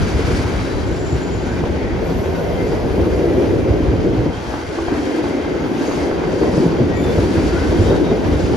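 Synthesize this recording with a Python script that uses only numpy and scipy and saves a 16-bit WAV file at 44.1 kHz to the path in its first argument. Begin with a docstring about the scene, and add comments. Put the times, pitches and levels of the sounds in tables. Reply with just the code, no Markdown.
"""Heavy wheels roar, scrape and squeal, hollow steel drums and clunks, and wind puffs at the microphone:
a double-stack container train rolls round a curve below a bridge, heard from a phone in a light wind.
Filtered noise makes the roar, drumming, rubbing and wind; gliding sine tones make most of the squeals.
Clunks are swelling tones and noise, clinks are short noise bursts, and the deep boom of empty boxes is
ringing noise. Squeals, clunks and clinks also return from the yard as a diffuse echo."""
import sys
import numpy as np
from scipy import signal
from scipy.fft import rfft, irfft
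from scipy.io import wavfile
from scipy.ndimage import uniform_filter1d, map_coordinates

SR = 44100
rng = np.random.default_rng(int(sys.argv[2]) if len(sys.argv) > 2 else 0)


def dump(signal):
    """Clip the signal to [-1, 1] and save it as 16-bit WAV at the path in sys.argv[1]."""
    limited = np.clip(np.atleast_2d(signal).T, -1, 1)
    pcm = np.round(limited * 32767).astype(np.int16)
    wavfile.write(sys.argv[1], SR, pcm)


N = 377496
TIME = np.arange(N) / SR  # seconds
FREQS = np.maximum(np.arange(N // 2 + 1) * SR / N, 1)  # Hz, kept above zero for the logarithm

# How strongly the wind puffs at the phone. Each row: time in seconds, level in dB before the puffs.
WIND_STRENGTH = [(0.0, -18.5), (0.9, -22.5), (3.1, -24), (3.75, -19), (4.22, -23.5), (4.34, -27.5),
                 (5.1, -33), (5.8, -33.5), (6.4, -29), (6.75, -25.5), (7.0, -23.5), (8.56, -20)]
# Colour of the wind. Each row: frequency in Hz, relative level in dB.
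WIND_COLOUR = [(12, -52), (25, -32), (40, -10.5), (58, -1), (80, -2), (110, -4.5), (145, -13), (250, -18.5),
               (600, -87)]

# Loose chains and fittings clinking. Each row: start in seconds, strength in dB before colouring.
CLINKS = [(3.122, -35), (4.539, -20), (4.786, -23), (4.883, -18), (5.241, -21), (5.913, -20), (6.113, -21),
          (6.434, -21), (6.538, -25), (7.099, -32)]
# Colour of the clinks. Each row: frequency in Hz, gain in dB.
CLINK_COLOUR = [(400, 19), (850, 15.5), (1700, 5.5), (3000, -11), (7000, -28), (14000, -55)]

# Empty containers booming. Each row: start in seconds, length in seconds, pitch in Hz, level in dB.
BOOMS = [(2.894, 0.96, 346.5, -23), (3.9, 0.45, 326, -24.5), (4.692, 0.21, 331, -26.5),
         (4.855, .42, 305, -23.5), (5.62, 0.46, 280, -25.5)]

# Rails ringing under the wheels. Each row: pitch in Hz, width of one filter pass in Hz, level in dB.
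RAIL_MODES = [(1530, 150, -45), (2050, 220, -48)]
RAIL_DRIFT = 0.024  # typical share by which the ringing wanders as the wheels move along

# Treads slipping sideways on the rail head. Each row: start in seconds, length in seconds,
# centre frequency in Hz, level in dB.
SCRAPES = [(-0.1, 0.97, 1350, -34.5), (-0.1, .8, 2090, -37.5), (1.7, 0.39, 2010, -40),
           (4.87, .14, 1350, -36), (4.85, 0.77, 1740, -44), (5.4, .35, 1500, -40), (6.167, 0.14, 1040, -33),
           (7.48, 0.22, 1600, -37), (7.896, 0.079, 1410, -31.5)]

# Wheels squealing. Each row: start in seconds, length in seconds, pitch in Hz,
# level in dB before stutter and a common gain, rasp as pitch scatter in Hz, glide in Hz.
SQUEALS = [(0.448, 0.5, 3960, -51, 60, 1), (0.799, 0.6, 7090, -44.5, 9, -15),
           (0.953, 0.68, 7060, -47, 130, -78.5), (1.68, .38, 2160, -45, 45, -20),
           (1.72, .26, 1870, -44, 40, 30), (1.936, .38, 11690, -57, 50, 0), (2.05, .85, 11750, -59, 260, 0),
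           (2.565, 0.11, 2095, -33, 14, 25), (2.56, 0.36, 4990, -51.5, 55, -50),
           (3.27, .16, 1965, -39.5, 35, 0), (3.7, 3.16, 3205, -56, 20, -10),
           (4.45, 0.13, 1645, -39.5, 30, 25), (4.401, 4.5, 4690, -55.5, 90, -59.5),
           (4.89, .12, 1850, -40, 50, 0), (5.02, .14, 2155, -42, 50, 0), (5.52, .16, 6570, -51, 30, 0),
           (5.776, 0.26, 6480, -46, 110, 1), (6.4, .14, 1925, -40, 45, 0), (6.86, 0.17, 1900, -38, 17, -8),
           (6.955, 0.06, 2295, -40.5, 50, 0), (6.95, .22, 3520, -44, 35, -15),
           (6.93, 0.16, 7060, -47, 90, 0), (7.3, 0.13, 1630, -37, 22, 40), (7.49, 0.11, 1370, -35, 22, 50),
           (7.53, 0.18, 1470, -35, 14, 70), (7.7, 0.26, 3200, -46, 15, 2),
           (7.82, 0.18, 3705, -45.5, 45, 20), (8.03, 0.1, 3730, -44.5, 50, 0)]
# Dry flanges sizzling and dying away. Each row: start in seconds, length in seconds, level in dB,
# release in seconds.
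SIZZLES = [(2.0, 0.94, -50, 0.35), (2.85, 0.57, -49.5, 0.42), (4.8, .25, -54, 0.28), (5.6, .35, -51, .15),
           (6.95, 0.079, -41.5, 0.16)]
SIZZLE_ATTACK_S = 0.06
# Colour of the sizzle. Each row: frequency in Hz, relative level in dB.
SIZZLE_COLOUR = [(8000, -7), (10500, -7.0), (11700, -7.5), (12800, -15), (14300, -5.0)]

# Flanges pressed on the outer rail. Each row: start in seconds, length in seconds, level in dB,
# release in seconds.
FLANGE_RUBS = [(-0.1, 0.46, -33, 0.58), (1.0, 0.78, -46, 0.17), (4.3, 1.0, -40, 0.12),
               (5.745, 0.29, -36.5, 0.09), (6.25, 0.41, -39.5, 0.16), (7.05, 0.84, -35, 0.18),
               (8.2, 0.66, -39, 0.13)]
RUB_ATTACK_S, LIGHT_RUB_DB = 0.039, -45.5  # between the rubs the flanges touch lightly
# Colour of the rubbing. Each row: frequency in Hz, relative level in dB.
RUB_COLOUR = [(500, -25), (1500, 0.0), (2300, -7.4), (3300, -9.8), (4700, -9.8), (6000, -13.7),
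              (7300, -14.9), (9000, -17.3), (10500, -24.9), (12500, -32.6), (15000, -37.2)]

# Slack and suspension knocks. Each row: start in seconds, strength in dB, rise in seconds,
# panel pitch in Hz, thump weight in dB, thump pitch in Hz.
CLUNKS = [(0.185, -16.5, 0.012, 449, -8, 90), (0.36, -17.5, 0.027, 363, -15, 110),
          (1.638, -5, 0.0015, 325, -5, 181), (2.972, -10.5, 0.016, 405, -15, 203),
          (3.058, -10.5, 0.0063, 335, -15, 202), (3.369, -15, 0.015, 352, -19, 123),
          (3.675, -20.5, 0.015, 285, 9.5, 113), (3.8, -24, 0.011, 300, 8, 75),
          (3.922, -15.5, 0.012, 302, 2, 101), (4.112, -18, .008, 340, -6, 130),
          (4.17, -24.5, 0.016, 307, 10.5, 119), (4.255, -12.5, 0.0074, 290, -3, 151),
          (4.918, -15, 0.007, 290, -21, 149), (5.866, -25, 0.01, 288, -20, 150),
          (6.407, -13, 0.0096, 317, -20, 202), (6.574, -8.5, 0.0068, 309, -4, 146),
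          (6.65, -10, 0.011, 288, -1, 164), (6.797, -16.5, 0.011, 244, 7.5, 127),
          (6.992, -10, 0.0073, 374, -12, 120), (7.167, -9, .014, 343, -1, 92),
          (7.228, -15, 0.0084, 227, 5, 91), (7.533, -13, .012, 343, -4, 70),
          (7.786, -14.5, 0.011, 218, 8.5, 93), (7.895, -6, 0.011, 386, -22, 83),
          (8.102, -9, 0.011, 388, -11.5, 235)]
# Colour of the juddering wagon. Each row: frequency in Hz, relative level in dB.
JUDDER_COLOUR = [(40, -22), (70, -7), (130, -4), (200, 0), (300, -2), (420, -2.5), (520, -5.5), (700, -16),
                 (1100, -24), (3000, -64)]

# How hard the passing wagons drum, with a lull between two of them. Each row: time in seconds,
# level in dB before the jolts.
DRUM_STRENGTH = [(0.0, -25.5), (0.9, -23.5), (2.5, -23.5), (3.05, -19.5), (3.45, -18), (3.8, -20),
                 (4.26, -21.5), (4.36, -30), (4.66, -30), (4.76, -27), (5.1, -21), (5.5, -21), (6.0, -22.5),
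                 (6.5, -19), (7.4, -19.5), (7.97, -18.5), (8.2, -20), (8.56, -20)]
# Deep rumble of the loaded frames. Each row: time in seconds, level in dB before the jolts.
RUMBLE_STRENGTH = [(0.0, -27), (3.3, -26.5), (4.22, -24), (4.34, -31.5), (4.6, -40), (5.25, -33.5),
                   (5.65, -27.5), (5.95, -30.5), (6.5, -26), (6.75, -25), (7.05, -24.5), (8.56, -24)]
# Stiff and slack wagons by turns. Each row: time in seconds,
# average level of the high panel sound against the low in dB.
BRIGHTNESS = [(0.0, -3.5), (2.9, 0), (3.4, 0), (4.0, -7.5), (4.4, 2), (4.85, -9), (5.4, -3), (8.56, -6)]
# Panels and frames of the wagons. Each row: pitch in Hz, width in Hz, relative level in dB.
WAGON_MODES = [(236, 81, -9), (291.6, 50.5, 0), (349, 37.4, 2), (404.4, 69, -1), (486, 100, -3.5),
               (588, 182, -12.5)]
# Colour laid over those panels. Each row: frequency in Hz, relative level in dB.
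BOX_COLOUR = [(100, -38), (190, -12), (240, -0.5), (290, -3), (500, -3), (700, 0.5), (1100, -23),
              (2500, -42)]
# Colour of the deep rumble. Each row: frequency in Hz, relative level in dB.
RUMBLE_COLOUR = [(60, -32), (115, -4.5), (165, 6.5), (215, 2), (280, -2), (500, -54)]
JOLT_DB, JOLTS_PER_S = 1.0, 9  # uneven track shakes the wagons
PANEL_DRIFT = 0.035  # typical share by which panel pitches wander, as wagons differ

# The rolling roar, with rougher wheels in the second half. Each row: time in seconds,
# level in dB before the boost from binding flanges.
ROAR_STRENGTH = [(0.0, -29.5), (1.0, -31), (2.4, -29.5), (3.4, -29.5), (4.2, -30), (4.7, -32),
                 (4.95, -29.5), (5.6, -29.5), (6.3, -29), (7.3, -28.5), (8.56, -28.5)]
# Colour of the roar. Each row: frequency in Hz, relative level in dB.
ROAR_COLOUR = [(200, -11.5), (480, -1.5), (760, 3), (1000, -2.5), (1200, -6.5), (1550, -6.5), (2100, -10.5),
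               (2700, -12.5), (3700, -19), (4800, -22.5), (6200, -24), (8200, -36), (11500, -53),
               (15000, -54)]
# Ringing wheel discs. Each row: pitch in Hz, width in Hz, relative level in dB.
WHEEL_MODES = [(3187, 49, -0.5), (4770, 200, -9), (6750, 180, -17)]
ROAR_PER_RUB = 0.084  # dB of extra rolling sound per dB of rubbing
RING_DB = -51  # ringing discs, before their swings and the boost from binding flanges

# How alike the sound is at the two microphone ports. Each row: frequency in Hz, likeness from 0 to 1.
PORT_LIKENESS = [(60, 0.75), (180, 0.52), (370, 0.81), (700, 0.54), (1400, 0.31), (2500, 0.41),
                 (4700, 0.67), (6500, 0.66), (8300, 0.93), (11500, 0.93), (13300, 0.72)]
# Lag between the ports. Each row: frequency in Hz, lead of the left port in radians.
PORT_PHASE = [(0, 0), (600, -0.7), (1380, 0.1), (1810, -1.8), (2240, 0.1), (2760, 0.6), (4130, 0.2),
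              (5080, 0.7), (6800, -1.2), (7670, -2.9), (8870, -3.3), (10400, -6.1), (12300, -6.3),
              (13900, -9.1)]
# Balance of the ports. Each row: frequency in Hz, left minus right in dB.
PORT_BALANCE = [(60, 0.5), (110, 0.5), (200, 1.0), (370, 1.5), (670, 0.5), (1230, 0.5), (2240, 0.5),
                (4110, 5.5), (7510, 2.0), (13700, 0.0)]
TOP_HZ = 14330  # the phone cuts what lies above


def undb(db):
    """Turn decibels into gain."""
    return np.exp(np.asarray(db) * (np.log(10) / 20))


def unit(x):
    """Scale to an average strength (rms) of 1."""
    return x / np.sqrt(np.mean(x ** 2))


def curves(table):
    """Join the rows of a table by straight lines in time, one curve for each column after the first."""
    seconds, *columns = np.transpose(table)
    return [np.interp(TIME, seconds, column) for column in columns]


def across(points):
    """Join (Hz, value) points on a log-frequency axis."""
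    hz, value = np.transpose(points)
    return np.interp(np.log(FREQS), np.log(np.maximum(hz, 1)), value)


def shape(x, response):
    """Filter a sound by a frequency response."""
    return irfft(rfft(x) * response, N)


def resonances(modes):
    """Response of several damped modes (pitches a body rings at), added with alternating signs."""
    total = 0
    for k, (hz, width, db) in enumerate(modes):
        detuning = (FREQS ** 2 - hz ** 2) / (FREQS * width)
        total = total + (-1) ** k * undb(db) / (1 + 1j * detuning)
    return total


def noise():
    """Two unrelated noises: what the ports share, and what arrives from all round."""
    return rng.standard_normal((2, N))


def walk(rate):
    """Slow random curve with spread 1 and about rate turns a second."""
    steps = uniform_filter1d(rng.standard_normal(16384), 3)
    return unit(np.interp(TIME * rate * 7, np.arange(len(steps)), steps))


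def taps(rate, spread_db):
    """Random contacts, about rate a second, of uneven strength."""
    strength = undb(spread_db * np.minimum(rng.exponential(size=N), 4))
    touching = rng.random(N) < rate / SR
    return touching * strength * noise()


def wander(x, share, rate):
    """Let every pitch in a pair of sounds stray by a share, about rate turns a second."""
    passing = np.cumsum(1 + share * walk(rate))  # uneven reading position, in samples
    return np.array([map_coordinates(channel, [passing], order=1, mode="mirror") for channel in x])


def contact_gain(table, attack_s):
    """Gain of contacts that each build up, hold and let go; their powers add."""
    power = 0
    for start, length, db, release_s in table:
        age = np.maximum(TIME - start, 0)
        build_up = 1 - np.exp(-age / attack_s)
        let_go = np.exp(-np.maximum(age - length, 0) / release_s)
        power = power + (undb(db) * build_up * let_go) ** 2
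    return np.sqrt(power)


def swelling_run(start, length):
    """Pick out one stretch of time and give it a gain that swells and ebbs."""
    now = (TIME > start) & (TIME < start + length)
    swell = np.sqrt(np.abs(np.sin(np.pi * (TIME[now] - start) / length)))
    return now, swell


def twice_through(resonator, x):
    """Pass a sound through one resonator twice, for a steeper peak."""
    return signal.lfilter(*resonator, signal.lfilter(*resonator, x))


def singing(lo_hz, hi_hz, width_hz, swing_db, count):
    """Four wheels each ring on modes of their own, and swell and fade by turns."""
    total = 0
    for places in rng.random((4, count)):
        rubbed = rng.standard_normal(N)
        modes_hz = lo_hz + (hi_hz - lo_hz) * (np.arange(count) + places) / count
        wheel = sum(signal.lfilter(*signal.iirpeak(hz, hz / width_hz, fs=SR), rubbed) for hz in modes_hz)
        late = np.roll(wheel, SR // 4)  # the diffuse share comes back late from the house fronts
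        total = total + np.array([wheel, late]) * undb(swing_db * walk(2.5))
    return unit(total)


def yard(x, t60):
    """Diffuse echo from wagon sides and house fronts: noise fading by 60 dB in t60 seconds, at unit energy."""
    tail = rng.standard_normal((2, SR)) * np.exp(-np.log(1000) * TIME[:SR] / t60)
    tail /= np.sqrt(np.sum(tail ** 2, axis=1, keepdims=True))
    return signal.fftconvolve(x[None], tail, axes=1)[:, :N]


def buffeting():
    """Eddies break on the phone in quick uneven puffs: low noise with a restless level."""
    wind_db, = curves(WIND_STRENGTH)
    wind = unit(shape(noise(), undb(across(WIND_COLOUR))))
    return wind * undb(wind_db + 2.73 * walk(14))


def clinks(decay_s=0.0054, echo_db=-2):
    """Small steel parts knock with a short bright crack that the yard returns."""
    strength = np.zeros(N)
    for start, db in CLINKS:
        strength[int(start * SR)] = undb(db)
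    fading = signal.lfilter([1], [1, -np.exp(-1 / (decay_s * SR))], strength)
    cracks = shape(noise() * fading, undb(across(CLINK_COLOUR)))
    return cracks + undb(echo_db) * yard(cracks[0], t60=1.0)


def booms(width_hz=45, diffuse_db=-3):
    """Shaking builds up in one hollow mode of a container and ebbs as the wagon moves on."""
    shaking = noise() * undb(np.array([[0], [diffuse_db]]))
    out = np.zeros((2, N))
    for start, length, hz, db in BOOMS:
        now, swell = swelling_run(start, length)
        box = signal.iirpeak(hz, hz / width_hz, fs=SR)
        hollow = twice_through(box, shaking)[:, now]
        out[:, now] += undb(db) * unit(hollow) * swell
    return out


def rails(swing_db=3.0):
    """Each rail mode rings on its own, wandering in pitch and swelling by turns."""
    total = 0
    for hz, width, db in RAIL_MODES:
        ring = shape(noise(), resonances([(hz, width, 0)]) ** 2)
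        ring = wander(ring, RAIL_DRIFT, rate=3)
        total = total + undb(db) * unit(ring * undb(swing_db * walk(5)))
    return total


def scrapes(width_hz=750, chatter_db=-0.5):
    """A tread slips sideways: a short run of chattering stick-slip clicks in one broad wheel resonance."""
    slips = unit(taps(rate=1800, spread_db=0.0) * undb(chatter_db * walk(28)))
    out = np.zeros((2, N))
    for start, length, hz, db in SCRAPES:
        now, swell = swelling_run(start, length)
        wheel = signal.iirpeak(hz, hz / width_hz, fs=SR)
        rasp = twice_through(wheel, slips[:, now])
        out[:, now] += undb(db) * unit(rasp) * swell
    return out


def squeals(stutter_db=3.0):
    """Stick and slip locks a wheel on one mode: the tone stutters, rasps and glides; dry flanges sizzle."""
    tones = np.zeros(N)
    waver = walk(130)
    grip = unit(undb(stutter_db * walk(30)))
    for start, length, hz, db, rasp_hz, glide_hz in SQUEALS:
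        now = slice(int(start * SR), int((start + length) * SR))
        age = (TIME[now] - start) / length  # runs from 0 to 1
        pitch = hz + glide_hz * age + rasp_hz * waver[now]
        tone = np.sin(2 * np.pi * np.cumsum(pitch) / SR)
        tones[now] += undb(db) * grip[now] * np.sin(np.pi * age) * tone
    sizzle = unit(shape(noise(), undb(across(SIZZLE_COLOUR)))) * contact_gain(SIZZLES, SIZZLE_ATTACK_S)
    return 1.31 * tones + undb(-4) * yard(tones, t60=0.25) + sizzle


def flanges(rub):
    """Flanges grind along the rail; the hiss is coloured by the high modes of the wheels."""
    hiss = noise() * undb(1.5 * walk(14))
    ringing = undb(-8.5) * singing(4300, 9500, width_hz=13, swing_db=6.0, count=11)
    return unit(shape(hiss + ringing, undb(across(RUB_COLOUR)))) * rub


def clunks(panel_db=-3, judder_db=-3.5, echo_db=-14):
    """A heavy blow, cushioned by the springs, rings one panel, makes the wagon judder and thumps the frame."""
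    judder = shape(rng.standard_normal(N), undb(across(JUDDER_COLOUR)))
    struck = np.zeros(N)
    for start, db, rise_s, panel_hz, bass_db, bass_hz in CLUNKS:
        now = slice(int(start * SR), int(start * SR) + SR // 4)
        t = TIME[:len(TIME[now])]
        swell = t / rise_s * np.exp(1 - t / rise_s)  # reaches 1 after rise_s, then dies away
        panel = undb(panel_db) * np.sin(2 * np.pi * panel_hz * t)
        thump = undb(bass_db) * np.sin(2 * np.pi * bass_hz * t)
        # even out the chance loudness of the noise under each swell
        shake = judder[now] / np.sqrt(np.average(judder[now] ** 2, weights=swell ** 2))
        struck[now] += undb(db) * swell * (panel + undb(judder_db) * shake + thump)
    direct = struck * np.array([[1], [0]])  # only in the sound the ports share
    return direct + undb(echo_db) * yard(struck, t60=1.0)


def wagons(split_hz=410):
    """Rough treads shake the frames and drum on the hollow steel boxes; stiffer wagons sound brighter."""
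    drum_db, = curves(DRUM_STRENGTH)
    rumble_db, = curves(RUMBLE_STRENGTH)
    bright_db, = curves(BRIGHTNESS)
    shaking = noise() + 0.22 * unit(taps(rate=500, spread_db=-1.5))
    boxes = shape(shaking, resonances(WAGON_MODES) * undb(across(BOX_COLOUR)))
    boxes = wander(boxes, PANEL_DRIFT, rate=2)
    low = shape(boxes, 1 / (1 + (FREQS / split_hz) ** 8))
    high = boxes - low
    bright = undb(bright_db + 3.0 * walk(7))
    drum = (unit(low) + bright * unit(high)) / np.hypot(1, bright)
    rumble = unit(shape(noise(), undb(across(RUMBLE_COLOUR))))
    jolts = undb(JOLT_DB * walk(JOLTS_PER_S))
    return (drum * undb(drum_db) + rumble * undb(rumble_db)) * jolts


def rolling(rub):
    """Wheel and rail roar in shifting resonances, gritty and louder when flanges bind; the wheel discs ring."""
    contact = noise() * undb(0.97 * walk(15)) + 0.22 * unit(taps(rate=200, spread_db=0.5))
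    roar = unit(shape(contact, undb(across(ROAR_COLOUR))))
    roar = roar + undb(-7) * singing(511, 1050, width_hz=40, swing_db=5.0, count=3)
    ring = unit(shape(noise(), resonances(WHEEL_MODES))) * undb(RING_DB + 2.0 * walk(6.1))
    grain = undb(-13.5) * singing(1252, 2401, width_hz=25, swing_db=5.5, count=4)
    binding = (rub / undb(LIGHT_RUB_DB)) ** ROAR_PER_RUB
    roar_db, = curves(ROAR_STRENGTH)
    return (unit(roar + grain) * undb(roar_db) + ring) * binding


def ports(sound):
    """Shared and diffuse sound reach two ports on the phone's body, each with its own lag and colour."""
    shared, diffuse = rfft(sound)
    likeness = np.clip(across(PORT_LIKENESS), 0, .99)
    mid = shared * np.sqrt((1 + likeness) / 2)
    side = diffuse * np.sqrt((1 - likeness) / 2)
    lead = np.interp(FREQS, *np.transpose(PORT_PHASE))
    # each port takes half of the lead and half of the balance
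    tilt = undb(across(PORT_BALANCE) / 2) * np.exp(1j * lead / 2)
    return irfft(np.array([(mid + side) * tilt, (mid - side) / tilt]), N)


def scene():
    """The train and the wind at the two ports; one rubbing curve drives both flanges and roar."""
    rub = np.hypot(undb(LIGHT_RUB_DB), contact_gain(FLANGE_RUBS, RUB_ATTACK_S))
    train = wagons() + booms() + rolling(rub) + rails() + flanges(rub) + scrapes() + squeals() + clunks() + clinks()
    return ports(train + buffeting())


def record(dry):
    """The phone sheds the deepest bass, rounds the highest peaks and cuts the top."""
    lean = signal.sosfilt(signal.butter(2, 25, "high", fs=SR, output="sos"), dry)
    rounded = lean / (1 + (lean / .95) ** 6) ** (1 / 6)
    return signal.sosfilt(signal.ellip(8, .2, 70, TOP_HZ, fs=SR, output="sos"), rounded)


dry = scene()
out = record(dry)
dump(out)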